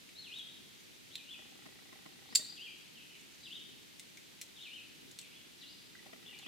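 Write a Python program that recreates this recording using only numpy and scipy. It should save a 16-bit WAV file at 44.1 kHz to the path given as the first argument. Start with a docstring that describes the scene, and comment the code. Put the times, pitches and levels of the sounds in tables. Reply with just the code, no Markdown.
"""A songbird whistles short slurred phrases in the woods; the trees smear each one into a long tail.
Every syllable is one nearly pure tone arching in pitch. Nearby a climber handles a rope and harness:
fibres rustle, a knot creaks, buckles clink, and a carabiner's sprung gate snaps shut once.
Underneath lie a steady hush of air and the faint ticks of a camera's focus motor. A low rumble swells
now and then, partly around the motor's jolts, and there is one soft low thud."""
import sys
import numpy as np
from scipy import signal
from scipy.fft import rfft, irfft, next_fast_len
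from scipy.io import wavfile

SR = 44100
rng = np.random.default_rng(int(sys.argv[2]) if len(sys.argv) > 2 else 0)


def inscribe(sig):
    """Save sig as 16-bit PCM at rate SR to the path in sys.argv[1].

    A 1-D sig is mono; a 2-D sig holds one channel per row.
    Samples are clipped to [-1, 1] before scaling.
    """
    pcm = np.round(np.clip(np.atleast_2d(sig).T, -1, 1) * 32767)
    wavfile.write(sys.argv[1], SR, pcm.astype(np.int16))


N = 285327
TIME = np.arange(N) / SR

# steady hush of air: frequency_hz, density_db
HUSH_COLOUR = [(15, -40), (25, -21), (70, -9.5), (117, -3.5), (180, -1.5), (293, -2), (775, -13),
               (863, -11.5), (1130, -14), (2410, -7), (2910, -6.5), (3720, -6), (5570, -12), (14800, -21),
               (16000, -38.5)]
# low rumble and thud: frequency_hz, density_db
RUMBLE_COLOUR = [(70, -20.5), (150, -3), (260, -1), (380, -2.5), (650, -31)]
# rumble swells, some around the motor's jolts, and the thud at 5.06 s: middle_s, level_db, half_length_s
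RUMBLE_SWELLS = [(0.615, -71, .08), (1.65, -70, 0.21), (2.376, -73.5, 0.3), (3.667, -67, 0.16),
                 (5.06, -62.5, 0.066), (6.19, -69, 0.29)]
# stereo image of diffuse noise: frequency_hz, left_right_correlation
STEREO_LIKENESS = [(50, -0.34), (250, -0.26), (600, -0.43), (1200, -0.37), (3000, 0.27), (7000, 0.11),
                   (15000, 0.19)]
# stretches when the focus motor runs: start_s, end_s
MOTOR_RUNS = [(1.3895, 2.54), (6.028, 6.45)]
# jolts of the lens: start_s, relative_db
LENS_JOLTS = [(1.39, -58), (1.661, -52), (1.928, -54), (2.061, -51.5), (2.325, -51), (2.394, -52),
              (6.064, -54), (6.131, -52), (6.463, -50.5)]
# camera body answering a motor step: centre_hz, width_hz, gain_db
STEP_RESONANCES = [(474, 270, -3), (782, 64, 3.5), (1210, 360, -8.5), (1940, 52, 6.5)]
# camera body answering a jolt: centre_hz, width_hz, gain_db
JOLT_RESONANCES = [(248, 107, 13), (426, 47, -6), (617, 43, 11), (1040, 120, 2), (1260, 110, -3),
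                   (1900, 70, 11)]
# rope sliding through the hands: time_s, relative_db
RUSTLE_ENVELOPE = [(0.0, -66), (1.3, -63.5), (1.96, -72), (2.43, -61), (2.94, -65), (3.37, -59.5),
                   (3.78, -66), (4.31, -62), (6.47, -78)]
# rubbing fibres: frequency_hz, density_db
FIBRE_COLOUR = [(1200, -4), (2200, 9), (3500, -13), (6500, 9), (9000, -3), (15000, -14)]
# rope creaking in its knot: start_s, level_db, pitch_hz, length_s
KNOT_CREAKS = [(3.995, -51.5, 2090, 0.0058), (4.171, -54, 2210, 0.011), (5.625, -60, 1950, 0.016),
               (5.9503, -49, 1940, 0.0071), (5.951, -54, 1530, 0.0046), (5.984, -53, 2030, .016)]
# dry crack of metal on metal: frequency_hz, density_db
CRACK_COLOUR = [(100, -40), (600, -26), (1250, -19), (2100, 3), (4000, 4), (8000, 6), (10000, -1.5),
                (13000, -5), (15500, -10)]
# buckles and links touching: start_s, crack_db, ring_db, rebound_db, main_mode_hz, second_mode_hz
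BUCKLE_CLINKS = [(.091, -49, -39.5, -15, 2340, 2940), (.3866, -44, -49, -13, 8500, 5900),
                 (1.1552, -30.5, -24.5, -20, 4020, 3620), (3.9962, -34.5, -38, -12, 3900, 8050),
                 (4.1725, -42.5, -38.5, -10, 2170, 6170), (4.4141, -28.5, -37, -3.5, 7550, 4200),
                 (5.1129, -43, -47, -6, 6780, 4200), (5.1886, -31.5, -30, -11, 4450, 8400),
                 (5.214, -41.5, -42, -15, 7900, 4270), (6.3885, -41, -40, -12, 4300, 6750)]
# the carabiner's gate grazes, then slams home: start_s, crack_db, ring_db
GATE_HITS = [(2.3509, -27, -22.5), (2.356, -17, -17.5)]
# ring of the carabiner: pitch_hz, relative_db, t60_s
CARABINER_MODES = [(2050, -14.5, 0.0099), (3100, -19, 0.018), (4460, -3.5, 0.029), (4610, -1, 0.016),
                   (4530, -8, 0.03), (4990, -14.5, 0.038), (6600, -11, 0.023), (7340, 0.5, 0.036),
                   (7100, -29, 0.23), (7800, -9, 0.025), (8380, -7, 0.026), (9260, -17.5, 0.051),
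                   (14600, -23, 0.054)]
# syllables of the song, one pitch arch each: crest_s, level_db, start_hz, crest_hz, end_hz, rise_s, fall_s
SYLLABLES = [(.194, -56, 3650, 4330, 2476, .05, 0.091), (.364, -49.5, 2480, 3834, 3230, .059, .042),
             (1.143, -58.5, 2700, 3990, 2375, .046, 0.055), (1.323, -53, 2600, 3527, 2503, .056, 0.025),
             (2.338, -61.5, 2900, 5290, 4250, .081, 0.089), (2.5, -55, 3390, 4790, 4710, .119, 0.029),
             (2.566, -53, 3350, 3360, 2570, .01, .018), (2.644, -52, 2650, 3300, 2420, .06, 0.03),
             (2.697, -61, 2506, 2600, 2270, .015, .02), (2.933, -60.5, 3200, 3230, 2530, .005, 0.068),
             (3.115, -61.5, 2400, 3005, 2210, .037, .035), (3.428, -54.5, 4100, 4100, 2613, .004, 0.053),
             (3.448, -66, 4300, 4980, 4400, .066, 0.044), (3.556, -51, 2650, 3766, 3026, .059, .025),
             (4.548, -57, 3750, 3760, 2900, .005, 0.048), (4.614, -55.5, 2606, 3740, 2410, .029, 0.058),
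             (4.642, -63.5, 3730, 4250, 4220, .054, .014), (4.756, -54, 2650, 3105, 2550, .052, 0.028),
             (5.166, -61, 3510, 3580, 2230, .007, .082), (5.361, -61.5, 2250, 3390, 3340, .06, .015),
             (5.581, -63, 4830, 5980, 4570, .004, .027), (5.607, -56.5, 3700, 4136, 2817, .01, .03),
             (5.716, -60, 3150, 4950, 4600, .081, .01), (6.274, -55.5, 2550, 3610, 2840, .028, .013),
             (6.306, -58, 2746, 2890, 2320, .032, 0.038), (6.416, -57, 3600, 3660, 2480, .008, 0.026),
             (6.475, -51.5, 2500, 3400, 3300, .03, .01)]


def from_db(db):
    return 10 ** (np.asarray(db) / 20)


def unit_rms(x):
    return x / np.sqrt(np.mean(x ** 2) + 1e-20)


def at_hz(points, hz):
    """Reads a curve on a log-frequency axis."""
    knots_hz, values = np.transpose(points)
    return np.interp(np.log(hz + 1), np.log(knots_hz), values)


def drift(rate_hz):
    """A random modulator with a spread of about 1."""
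    knots = rng.standard_normal(8000)
    return 1.2 * np.interp(TIME * rate_hz, np.arange(len(knots)), knots)


def coloured(x, spectrum, size=1024):
    """Minimum-phase EQ: no ring ahead of a hit, and white noise keeps its power."""
    gain = unit_rms(from_db(at_hz(spectrum, np.fft.rfftfreq(size, 1 / SR))))
    cepstrum = irfft(np.log(gain))
    cepstrum[1:size // 2] *= 2
    cepstrum[size // 2 + 1:] = 0
    return signal.fftconvolve(x, irfft(np.exp(rfft(cepstrum))))[:N]


def left_right(mid, side, alike):
    """Mid and side to stereo: alike = 1 is mono, 0 is wide."""
    return np.sqrt(1 + alike) * mid + np.sqrt(1 - alike) * side * [[1], [-1]]


def panned(x, left_db):
    return x * from_db(np.array([[left_db], [-left_db]]) / 2)


def stereo_noise(spectrum):
    """A diffuse bed of coloured noise at rms 1."""
    size = next_fast_len(N)
    hz = np.fft.rfftfreq(size, 1 / SR)
    mid, side = rfft(rng.standard_normal((2, size)))
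    white = left_right(mid, side, at_hz(STEREO_LIKENESS, hz))
    return unit_rms(irfft(white * from_db(at_hz(spectrum, hz)), size)[:, :N])


def resonances(x, modes):
    """A resonant body as parallel band-passes."""
    return sum(from_db(db) * signal.lfilter(*signal.iirpeak(hz, hz / width_hz, SR), x)
               for hz, width_hz, db in modes)


def clicks(rows):
    """One impulse for each start_s, level_db."""
    out = np.zeros(N)
    for start_s, db in rows:
        out[min(round(start_s * SR), N - 1)] += from_db(db)
    return out


def chafe(hits, t60_s):
    """Each hit sets off a short dying burst of noise."""
    envelope = signal.lfilter([1], [1, -from_db(-60 / (t60_s * SR))], hits + 1e-18)
    return envelope * rng.standard_normal(N)


def struck(modes, contact_s=0.00045):
    """Struck metal: its modes swell during the contact, then ring out."""
    t = TIME[:SR // 2]
    ring = sum(from_db(db - 60 * t / t60_s) * np.sin(2 * np.pi * (hz * t + rng.random()))
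               for hz, db, t60_s in modes)
    return ring * (1 - np.exp(-t / contact_s))


def add(out, start_s, sound):
    part = out[round(start_s * SR):][:len(sound)]
    part += sound[:len(part)]


def scatter(x, t60_s, build_s, alike):
    """Forest reverb at unit power: echoes off trunks, leaves and ground build up and die away."""
    t = TIME[:SR * 3 // 2]
    mid, side = rng.standard_normal((2, len(t)))
    echoes = left_right(mid, side, alike) * (1 - np.exp(-t / build_s)) * from_db(-60 * t / t60_s)
    echoes /= np.sqrt(np.sum(echoes ** 2) / 2)
    return signal.fftconvolve(x[None], echoes, axes=1)[:, :N]


def air(level_db=-57):
    """The bed: a steady hush of air and leaves."""
    return from_db(level_db) * stereo_noise(HUSH_COLOUR)


def low_rumble(floor_db=-69):
    """Low noise swells, partly around the focus motor's jolts; its shortest swell is a soft thud."""
    swells = sum(from_db(db) * np.exp(-((TIME - middle_s) / half_s) ** 2)
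                 for middle_s, db, half_s in RUMBLE_SWELLS)
    return (from_db(floor_db) + swells) * stereo_noise(RUMBLE_COLOUR)


def focus_motor(step_rate_hz=29.97, tap_db=-27.5, hiss_db=-42, jolt_gain_db=12):
    """The lens ticks along in even steps and now and then jolts; both ring the camera body."""
    steps = clicks((s, 0) for start_s, end_s in MOTOR_RUNS
                   for s in np.arange(start_s, end_s, 1 / step_rate_hz))
    jolts = from_db(jolt_gain_db) * clicks(LENS_JOLTS)
    channels = []
    for _ in range(2):   # the taps sit in the centre; each side has its own noise
        ticks = from_db(tap_db) * steps + from_db(hiss_db) * chafe(steps, t60_s=0.024)
        knocks = chafe(jolts, t60_s=0.045)
        channels.append(resonances(ticks, STEP_RESONANCES) + resonances(knocks, JOLT_RESONANCES))
    return np.array(channels)


def rope_rustle(trim_db=-8.5, grain_db=3.5):
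    """Rope fibres and cloth rub in uneven clumps."""
    envelope_db = np.interp(TIME, *np.transpose(RUSTLE_ENVELOPE))
    return from_db(envelope_db + trim_db + grain_db * drift(150)) * stereo_noise(FIBRE_COLOUR)


def knot_creaks(sag=0.018, roughness=0.037):
    """The tight rope slips in short, rough squeaks that sink slightly in pitch."""
    out = np.zeros(N)
    wobble = 1 + roughness * drift(600)
    for start_s, db, hz, length_s in KNOT_CREAKS:
        progress = (TIME - start_s) / length_s
        span = (progress > 0) & (progress < 1)
        pitch_hz = hz * (1 - sag * (progress[span] - .5)) * wobble[span]
        envelope = from_db(db) * np.sin(np.pi * progress[span])
        out[span] += envelope * np.sin(2 * np.pi * np.cumsum(pitch_hz) / SR)
    return out


def buckle_clinks(rebound_s=0.0035, ring_t60_s=0.0066, second_mode_db=-4, chafe_db=-9):
    """Small metal parts, damped by the hand, touch, rebound once and ring briefly in two modes."""
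    touches = [(start_s + delay_s, crack_db + drop_db, ring_db + drop_db, main_hz, second_hz)
               for start_s, crack_db, ring_db, rebound_db, main_hz, second_hz in BUCKLE_CLINKS
               for delay_s, drop_db in ((0, 0), (rebound_s, rebound_db))]
    hits = clicks(touch[:2] for touch in touches)
    out = coloured(hits + from_db(chafe_db) * chafe(hits, t60_s=0.016), CRACK_COLOUR)
    for start_s, _, ring_db, main_hz, second_hz in touches:
        modes = [(main_hz, ring_db, ring_t60_s), (second_hz, ring_db + second_mode_db, ring_t60_s)]
        add(out, start_s, struck(modes))
    return out


def carabiner_snap(click_db=9, chafe_db=-3):
    """The sprung gate hits the carabiner: a gritty crack and a bright metal ring."""
    hits = clicks(hit[:2] for hit in GATE_HITS)
    crack = from_db(click_db) * hits + from_db(chafe_db) * chafe(hits, t60_s=.014)
    out = coloured(crack, CRACK_COLOUR)
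    for start_s, _, ring_db in GATE_HITS:
        add(out, start_s, from_db(ring_db) * struck(CARABINER_MODES))
    return out


def whistle(syllable, attack_s=.018, release_s=0.0099, ease=.85, tremble=0.011, ends_lift_db=1.5):
    """One nearly pure tone slurs up to a round crest and down again, with a slight tremble."""
    crest_s, db, start_hz, crest_hz, end_hz, rise_s, fall_s = syllable
    span = (TIME > crest_s - rise_s) & (TIME < crest_s + fall_s + release_s)
    t = TIME[span] - crest_s
    turn = np.pi / 2 * ease   # at ease = 1 the slur levels out fully at its low ends
    from_crest = np.clip([-t / rise_s, t / fall_s], 0, 1)
    to_start, to_end = (np.sin(turn * from_crest) / np.sin(turn)) ** 2
    arch_hz = crest_hz + (start_hz - crest_hz) * to_start + (end_hz - crest_hz) * to_end
    pitch_hz = arch_hz * (1 + tremble * drift(300)[span])
    envelope = np.clip(np.minimum((t + rise_s) / attack_s, 1 - (t - fall_s) / release_s), 0, 1)
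    amplitude = np.sqrt(2) * from_db(db + ends_lift_db * (to_start + to_end))
    out = np.zeros(N)
    out[span] = envelope * amplitude * np.sin(2 * np.pi * np.cumsum(pitch_hz) / SR)
    return out


def songbird(flutter_db=1.5, far_db=-72, near_db=-55):
    """The song arrives directly, off nearby foliage and as a long tail from deep in the woods."""
    flutter = from_db(flutter_db * drift(120))
    notes = [whistle(syllable) * flutter for syllable in SYLLABLES]
    # faint notes come from farther off, so less of them arrives by the short paths
    nearness = [np.interp(db, [far_db, near_db], [0, 1]) for _, db, *_ in SYLLABLES]
    close = sum(share * note for share, note in zip(nearness, notes))
    foliage = from_db(-0.5) * scatter(close, t60_s=0.05, build_s=0.0053, alike=0.97)
    woods = from_db(1.13) * scatter(sum(notes), t60_s=0.95, build_s=0.0042, alike=0.58)
    return panned(from_db(-3) * close + foliage + woods, left_db=2.5)


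def scene():
    """The mix: climbing gear with echoes off trunk, body and ground, the bird, and the quiet layers."""
    gear = carabiner_snap() + buckle_clinks() + knot_creaks()
    early_echoes = from_db(-3) * scatter(gear, t60_s=0.097, build_s=0.0008, alike=0.15)
    tail = from_db(-11.5) * scatter(gear, t60_s=0.42, build_s=0.0025, alike=0.5)
    climber = panned(gear + early_echoes + tail, left_db=0.5)
    return climber + songbird() + rope_rustle() + focus_motor() + air() + low_rumble()


def record(dry):
    """A steep low-pass takes off the top above 16 kHz."""
    return signal.sosfilt(signal.ellip(10, .2, 70, 16000, fs=SR, output="sos"), dry)


dry = scene()
out = record(dry)
inscribe(out)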